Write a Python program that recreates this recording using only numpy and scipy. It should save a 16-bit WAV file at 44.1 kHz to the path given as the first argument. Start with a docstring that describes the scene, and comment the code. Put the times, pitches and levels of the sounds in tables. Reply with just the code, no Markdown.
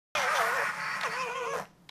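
"""Two foxes quarrel face to face in an outdoor pen, close to a single microphone.
One rasps, forcing air through a wide open throat, while a wavering whine runs through it twice,
at times with a second tone. At the peaks of effort the voices break into harsh screams, and the
last whine ends in a growl. Jaws or dry twigs click and paws thud on the soil; fence and trees
give a short echo, and a low hum lies in the distance."""
import sys
import numpy as np
from scipy import signal
from scipy.fft import rfft, irfft, next_fast_len
from scipy.io import wavfile

SR = 44100
rng = np.random.default_rng(int(sys.argv[2]) if len(sys.argv) > 2 else 0)


def store_pcm(level_fs):
    """Save levels as 16-bit WAV."""
    pcm = np.round(np.clip(level_fs, -1, 1) * 32767).astype(np.int16)
    wavfile.write(sys.argv[1], SR, np.atleast_2d(pcm).T)


N = 83790
T = np.arange(N) / SR

# The rasping fox, close up: time_s, ring_db, air_db
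RASP_LEVELS = [(.151, -45, -42), (.25, -36.5, -34.5), (.292, -32.5, -34.5), (.318, -40, -30),
               (.36, -39.5, -31), (.41, -39, -32.5), (.5, -33.5, -35.5), (.54, -45.5, -37.5),
               (.59, -30.5, -48), (.645, -36, -34), (.697, -32, -36.5), (.718, -46, -39.5), (.8, -36, -40),
               (.925, -33, -40), (.965, -35.5, -37.5), (1.0, -38.5, -40.5), (1.06, -33.5, -38),
               (1.1, -42, -41), (1.125, -36.5, -37.5), (1.2, -40, -45), (1.3, -73, -45), (1.36, -49, -83),
               (1.52, -67, -65)]
# Resonances of its open throat: centre_hz, width_hz, gain_db
THROAT_RESONANCES = [(869, 28, 4), (1098, 50, 2.5), (1288, 51, 3), (1442, 42, 2.5), (1570, 57, 3),
                     (1734, 98, 3), (1892, 186, 5), (2165, 126, -1), (2318, 277, -1.5), (5410, 440, -15)]
# Its rushing breath: frequency_hz, gain_db
BREATH_SPECTRUM = [(200, -67), (400, -14.5), (560, -5.5), (760, -5.5), (1000, 1.5), (1900, 1.5),
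                   (2700, -12), (3600, -19.5), (4000, -18), (4600, -15), (6500, -18.5), (8300, -22.5),
                   (9500, -19), (11000, -29.5), (14000, -29)]
def rasp(flutter_hz=460, flutter_db=0.5):
    """Irregular puffs of air ring the fixed, steep-sided resonances of the open throat."""
    def throat(hz):
        return sum(amp(db) * resonance(hz, centre, width) for centre, width, db in THROAT_RESONANCES)
    puffs = amp(flutter_db * wobble(flutter_hz))
    ring = unit(filtered(puffs * rng.standard_normal(N), throat))
    breath = noise(BREATH_SPECTRUM, puffs)
    ring_db, air_db = curves(RASP_LEVELS)
    return sounding(RASP_LEVELS) * (amp(ring_db) * ring + amp(air_db) * breath)


# Two close whines, and four tones beside them: time_s, pitch_hz, fundamental_db, overtones_db
FIRST_WHINE = [(.151, 623, -33.5, -36.5), (.2, 555, -39, -41), (.26, 488, -38.5, -40.5),
               (.305, 596.3, -38.5, -44), (.337, 635, -36.5, -48), (.355, 560.3, -36, -46),
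               (.385, 528, -36.5, -42), (.42, 444.2, -39.5, -62), (.47, 455, -43.5, -62),
               (.52, 483.7, -39.5, -37), (.555, 556.5, -37.5, -34), (.59, 481.3, -37.5, -37),
               (.62, 456, -45, -63), (.645, 415, -57, -57)]
LAST_WHINE = [(1.036, 719.5, -38.5, -53), (1.05, 569.6, -39, -27), (1.078, 456.7, -40, -36),
              (1.104, 436.3, -50, -52), (1.135, 458.4, -47.5, -35.5), (1.164, 507.3, -50, -37),
              (1.214, 522, -39, -31), (1.255, 491.6, -40.5, -35), (1.29, 447.4, -38.5, -37.5),
              (1.32, 491.6, -69, -35.5), (1.346, 521.8, -44, -40), (1.371, 537, -44, -34.5),
              (1.405, 502.3, -36, -37), (1.447, 476, -48.5, -33.5), (1.486, 545.2, -40.5, -38),
              (1.526, 558, -39.5, -36), (1.55, 525.4, -36.5, -36.5), (1.573, 488, -37, -42)]
SIDE_TONES = [
    [(.19, 826, -38, -57), (.225, 797, -41.5, -53), (.247, 736, -35.5, -57), (.275, 732, -43, -52)],
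    [(.345, 880, -50, -57), (.388, 792, -31.5, -58), (.415, 666.5, -34.5, -53), (.44, 668, -32.5, -48),
     (.475, 684, -37.5, -58), (.505, 755, -43, -56)],
    [(.575, 596, -52, -44), (.61, 568, -40.5, -56), (.638, 557, -35, -42), (.655, 550, -74, -56)],
    [(1.17, 511, -49, -50), (1.24, 504.9, -63, -55), (1.31, 485.9, -43, -38.5), (1.39, 485, -46, -43),
     (1.46, 466.3, -35.5, -41.5), (1.51, 452.9, -41, -51), (1.558, 476.2, -36, -56), (1.578, 420, -41, -52)],
]
# The mouth's shape at a pitch of mouth_hz, and the air in the whine: frequency_hz, gain_db
MOUTH_RESPONSE = [(800, -21.5), (1100, 0), (1550, -13.5), (2000, -20), (2450, -16), (2850, -23),
                  (3300, -27), (4400, -37), (5100, -23.5), (5500, -27.5), (6000, -22), (7000, -35.5),
                  (9500, -37.5)]
WHINE_AIR_SPECTRUM = [(200, -42), (600, -41), (850, -13), (1150, 16.5), (1750, -23), (2500, 7), (3200, -7),
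                      (4100, -13.5), (5200, -24), (6400, -5), (8000, -20), (9700, -19), (14000, -28)]
def whine(rows, mouth_hz=566, mouth_follow=0.34, bright_hz=520, crack_hz=498.4, strain_db=-32.5):
    """An unsteady tone with overtones shaped by the mouth; it squeals when high and cracks when low."""
    jitter_hz, shimmer_hz, flicker_hz = 210, 380, 38
    pitch, fundamental_db, overtones_db = curves(rows)
    phase = 2 * np.pi * np.cumsum(pitch * (1 + .009 * wobble(jitter_hz))) / SR
    dull_db = -.3 * np.maximum(bright_hz - pitch, 0)
    spacing = pitch * (mouth_hz / pitch) ** mouth_follow  # the resonances partly follow the pitch
    offsets = rng.uniform(0, 2 * np.pi, size=20)
    overtones = []
    for k in range(2, 20):
        flicker_db = 5 * wobble(flicker_hz) * (k > 2)
        gain = amp(along(MOUTH_RESPONSE, k * spacing) + dull_db * (k > 7) + flicker_db)
        hoarseness = .05 * k * wobble(shimmer_hz)
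        overtones.append(gain * np.sin(k * phase + offsets[k] + hoarseness))
    second, *upper = overtones
    # As the pitch sags, a tone appears between the first two harmonics.
    crack = np.clip((crack_hz - pitch) / 30, 0, 1) * np.sin(1.5 * phase + wobble(jitter_hz))
    air = amp(-11) * noise(WHINE_AIR_SPECTRUM, 1 + .5 * np.cos(phase))
    # Above strain_db, extra effort goes mostly into the second harmonic.
    upper_gain = amp(-0.59 * np.maximum(overtones_db - strain_db, 0))
    edge = second + upper_gain * (sum(upper) + air) + amp(-9.5) * crack
    voice = amp(fundamental_db) * np.sin(phase) + amp(overtones_db) * edge
    shimmer = amp(wobble(shimmer_hz))
    return np.sqrt(2) * voice * shimmer * sounding(rows)


# Screams at the peaks of effort: start_s, length_s, body_db, hiss_db
SCREAMS = [(0.111, 0.08, -33.5, -35.5), (0.188, 0.045, -34, -37), (0.34, 0.036, -37.5, -35),
           (0.387, 0.059, -32.5, -55), (0.458, 0.1, -34.5, -72), (0.552, 0.072, -34, -68)]
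# Their colour from the throat and from the teeth: frequency_hz, gain_db
SCREAM_BODY_SPECTRUM = [(200, -19), (350, -20), (480, -14), (700, 5), (1100, 1.5), (1450, 3.5), (1850, 2.5),
                        (2300, -17), (3000, -18), (6000, -21.5), (14000, -25.5)]
SCREAM_HISS_SPECTRUM = [(500, -32), (1600, -8), (2150, 4.5), (2480, -2), (2900, 3.5), (3400, 7),
                        (4000, -4.5), (4600, -1.5), (5300, -5.5), (5900, 1.5), (7000, -14), (8300, -16),
                        (9600, -20), (11500, -35), (13500, -23)]
def screams(attack_s=0.012, fall_db_per_s=356, flutter_hz=370, flutter_db=2):
    """The voice breaks into chaotic flutter: a throaty body and a hiss between the teeth."""
    flutter = amp(flutter_db * wobble(flutter_hz))
    body, hiss = np.zeros(N), np.zeros(N)
    for start, length, body_db, hiss_db in SCREAMS:
        attack = np.clip((T - start) / attack_s, 0, 1)
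        envelope = attack * amp(-fall_db_per_s * np.maximum(T - start - length, 0))
        body = np.hypot(body, amp(body_db) * envelope)
        hiss = np.hypot(hiss, amp(hiss_db) * envelope)
    return body * noise(SCREAM_BODY_SPECTRUM, flutter) + hiss * noise(SCREAM_HISS_SPECTRUM, flutter)


# Squeals within the rasp and screams: start_s, end_s, start_hz, end_hz, level_db
SQUEALS = [(0.151, 0.184, 2545, 2348, -31.5), (0.154, 0.249, 2140, 2125, -38.5),
           (0.162, 0.343, 1339, 1281, -34.5), (0.265, 0.305, 1545, 1580, -29.5),
           (0.288, 0.32, 1166, 1220, -28.5), (0.543, 0.558, 1090, 1115, -36),
           (0.35, 0.396, 985.5, 912, -32), (0.371, 0.412, 1616, 1437, -35), (0.388, 0.417, 1270, 1325, -33),
           (0.409, 0.453, 1127, 1102, -28.5), (0.454, 0.55, 1460, 1452, -32.5),
           (0.559, 0.619, 1868, 1690, -32), (0.657, 0.712, 1447, 1457, -34.5),
           (0.753, 0.978, 880, 864, -50), (0.695, 0.983, 560, 575.5, -57.5),
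           (0.768, 0.985, 1066, 1045, -48.5), (1.176, 1.32, 2445, 2444, -41.5)]
def squeals(flutter_hz=260, wander_hz=13, shimmer_db=2):
    """Thin fluttering tones glide and stand out of the rasp."""
    out = np.zeros(N)
    for start, end, start_hz, end_hz, db in SQUEALS:
        glide = [(start, start_hz), (end, end_hz)]
        pitch = curves(glide)[0] + wander_hz * wobble(flutter_hz)
        envelope = amp(db + shimmer_db * wobble(flutter_hz)) * sounding(glide)
        out += envelope * np.sin(2 * np.pi * np.cumsum(pitch) / SR)
    return out


# The growl that ends the last whine: time_s, level_db
GROWL_LEVELS = [(1.533, -37.5), (1.556, -33.5), (1.59, -33), (1.62, -40), (1.648, -50)]
# The growling throat: frequency_hz, gain_db
GROWL_SPECTRUM = [(280, -18), (620, 6), (1100, 0), (1850, -5.5), (2500, -17), (4800, -22), (5900, -16.5),
                  (7000, -24), (14000, -29.5)]
def growl(puff_hz=125, unevenness=.25, fall_db=16):
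    """Slack vocal folds flap unevenly; every puff rings the throat and dies."""
    cycle = np.cumsum(puff_hz * np.exp(unevenness * wobble(puff_hz))) / SR % 1
    puffs = noise(GROWL_SPECTRUM, amp(-fall_db * cycle))
    return amp(curves(GROWL_LEVELS)[0]) * sounding(GROWL_LEVELS) * puffs


# Thin shrieks in the rasp: start_s, end_s, level_db
SHRIEKS = [(0.801, 0.962, -49.5), (1.101, 1.162, -47.5)]
def shriek(centre_hz=4540, width_hz=390):
    """As the lips draw back, air rings one narrow, high resonance of the mouth."""
    envelope = sum(amp(db) * sounding([[start], [end]]) for start, end, db in SHRIEKS)
    ring = filtered(rng.standard_normal(N), lambda hz: resonance(hz, centre_hz, width_hz))
    return envelope * unit(ring)


# Fine spray at the peak of the scream: time_s, level_db
SPIT_LEVELS = [(.34, -56.5), (.365, -47), (.5, -47.5)]
def spit():
    """A burst of very high hiss between the teeth."""
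    return amp(curves(SPIT_LEVELS)[0]) * sounding(SPIT_LEVELS) * noise([(4000, -36), (9500, 2)])


# Clicks near the microphone: time_s, level_db, t60_s, ring_hz
SNAPS = [(1.012, -20.5, 0.0046, 2130), (1.0132, -30, 0.01, 3880), (1.0332, -26, 0.024, 1720),
         (1.0366, -28, 0.011, 4250), (1.6545, -42, 0.0054, 2920), (1.891, -37.5, 0.01, 2200),
         (1.8935, -36.5, 0.01, 3870)]
# Their noisy crack: frequency_hz, gain_db
CRACK_SPECTRUM = [(300, -12), (900, 1.5), (1700, 0), (2900, -4), (4300, -3.5), (5500, -13), (9000, -25),
                  (14000, -42)]
def snaps(bass_cut_hz=430):
    """Jaws or dry twigs crack and ring briefly, too small to radiate bass."""
    crack = amp(-1.5) * noise(CRACK_SPECTRUM)
    clicks = np.zeros(N)
    for start, db, t60, ring_hz in SNAPS:
        age = T - start
        decay = (age >= 0) * np.exp(-np.log(1000) * np.abs(age) / t60)
        clicks += amp(db) * decay * (crack + np.sin(2 * np.pi * ring_hz * age))
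    return filtered(clicks, lambda hz: (1j * hz / (bass_cut_hz + 1j * hz)) ** 2)


# Footfalls on the floor of the pen: start_s, level_db
PAW_FALLS = [(0.177, -39.5), (0.633, -45.5), (0.678, -48)]
# The soil's dull note: frequency_hz, gain_db
SOIL_SPECTRUM = [(40, -50), (120, -10), (190, -0.5), (260, -11.5), (400, -21), (1500, -64)]
def paws(rise_s=0.0046):
    """Paws land on soil, each a low thud that swells and dies quickly."""
    envelope = np.zeros(N)
    for start, db in PAW_FALLS:
        rise = np.maximum(T - start, 0) / rise_s
        envelope += amp(db) * rise * np.exp(1 - rise)
    return envelope * noise(SOIL_SPECTRUM)


# Decay of the pen around the microphone: frequency_hz, t60_s
PEN_DECAY = [(200, 0.31), (1200, 0.26), (5000, 0.46), (14000, 0.054)]
def pen_echo(x):
    """A short scattered echo from fence and trees, the highest treble dying first."""
    hz, t, spectra = signal.stft(rng.standard_normal(SR // 2), SR, nperseg=256)
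    decay = np.exp(-np.log(1000) * t / along(PEN_DECAY, hz)[:, None])
    tail = signal.istft(spectra * decay, SR, nperseg=256)[1]
    return signal.fftconvolve(x, tail / np.linalg.norm(tail))[:N]


# Swells of the distant hum: time_s, gain_db
HUM_SWELLS = [(.15, 2.5), (1.2, 6.5), (1.4, -2), (1.62, 8.5), (1.72, -6.5), (1.9, -0.5)]
# The hum, and the open air beyond the pen: frequency_hz, gain_db
HUM_SPECTRUM = [(25, -77), (60, -21), (110, -16), (155, -1), (195, 0), (240, -19.5), (300, -11.5),
                (380, -30), (1500, -37)]
OPEN_AIR_SPECTRUM = [(30, 22), (300, 19.5), (1100, 13), (2500, 2), (6000, -3), (14000, -22)]
def background(hum_db=-58.5, air_db=-64):
    """A low wavering hum far off, and faint open-air noise."""
    swell_db, = curves(HUM_SWELLS)
    return amp(hum_db + swell_db) * noise(HUM_SPECTRUM) + amp(air_db) * noise(OPEN_AIR_SPECTRUM)


def amp(db):
    """Decibels to gain."""
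    return 10 ** (np.asarray(db) / 20)


def unit(x):
    """Scale to rms 1."""
    return x / np.sqrt(np.mean(x ** 2) + 1e-20)


def along(points, hz):
    """Interpolate (frequency_hz, value) points on a log frequency axis."""
    frequencies, values = np.transpose(points)
    return np.interp(np.log(hz + 1), np.log(frequencies + 1), values)


def curves(rows):
    """One value per sample for each column after the time."""
    times, *columns = np.transpose(rows)
    return [np.interp(T, times, column) for column in columns]


def sounding(rows, fade_s=0.0031):
    """1 from the first row's time to the last, fading outside."""
    return np.exp(-(np.maximum(rows[0][0] - T, 0) + np.maximum(T - rows[-1][0], 0)) / fade_s)


def wobble(rate_hz):
    """A smooth random curve with rate_hz knots a second."""
    knots = rng.standard_normal(N // 32)
    return signal.resample_poly(knots, 32, 1)[(T * rate_hz * 32).astype(int) % N]


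def resonance(hz, centre, width):
    """Steep-sided response of two identical band-passes in series."""
    return (1j * hz * width / (centre ** 2 - hz ** 2 + 1j * hz * width)) ** 2


def filtered(x, response):
    """Filter x by a complex response of frequency."""
    size = next_fast_len(N + SR // 2)
    return irfft(rfft(x, size) * response(np.fft.rfftfreq(size, 1 / SR)), size)[:N]


def noise(spectrum, gate=1):
    """Gated white noise, coloured, at rms 1."""
    return unit(filtered(gate * rng.standard_normal(N), lambda hz: amp(along(spectrum, hz))))


def scene(echo_db=-13.5):
    """Both foxes close up, the pen's echo around them and the hum behind, in mono."""
    whines = sum(whine(rows) for rows in [FIRST_WHINE, LAST_WHINE, *SIDE_TONES])
    foxes = whines + rasp() + shriek() + squeals() + screams() + growl() + spit() + snaps() + paws()
    return (foxes + amp(echo_db) * pen_echo(foxes) + background())[None]


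# The highest treble falls away steeply above about 14 kHz: frequency_hz, gain_db
TREBLE_LOSS = [(13900, -0.5), (14600, -23), (15700, -24)]
def record(dry, start_s=.151, top_hz=15700):
    """The sound starts abruptly; the highest treble falls away to the band limit."""
    gated = dry[0] * (T >= start_s)
    return filtered(gated, lambda hz: amp(along(TREBLE_LOSS, hz)) * (hz < top_hz))[None]


dry = scene()
out = record(dry)
store_pcm(out)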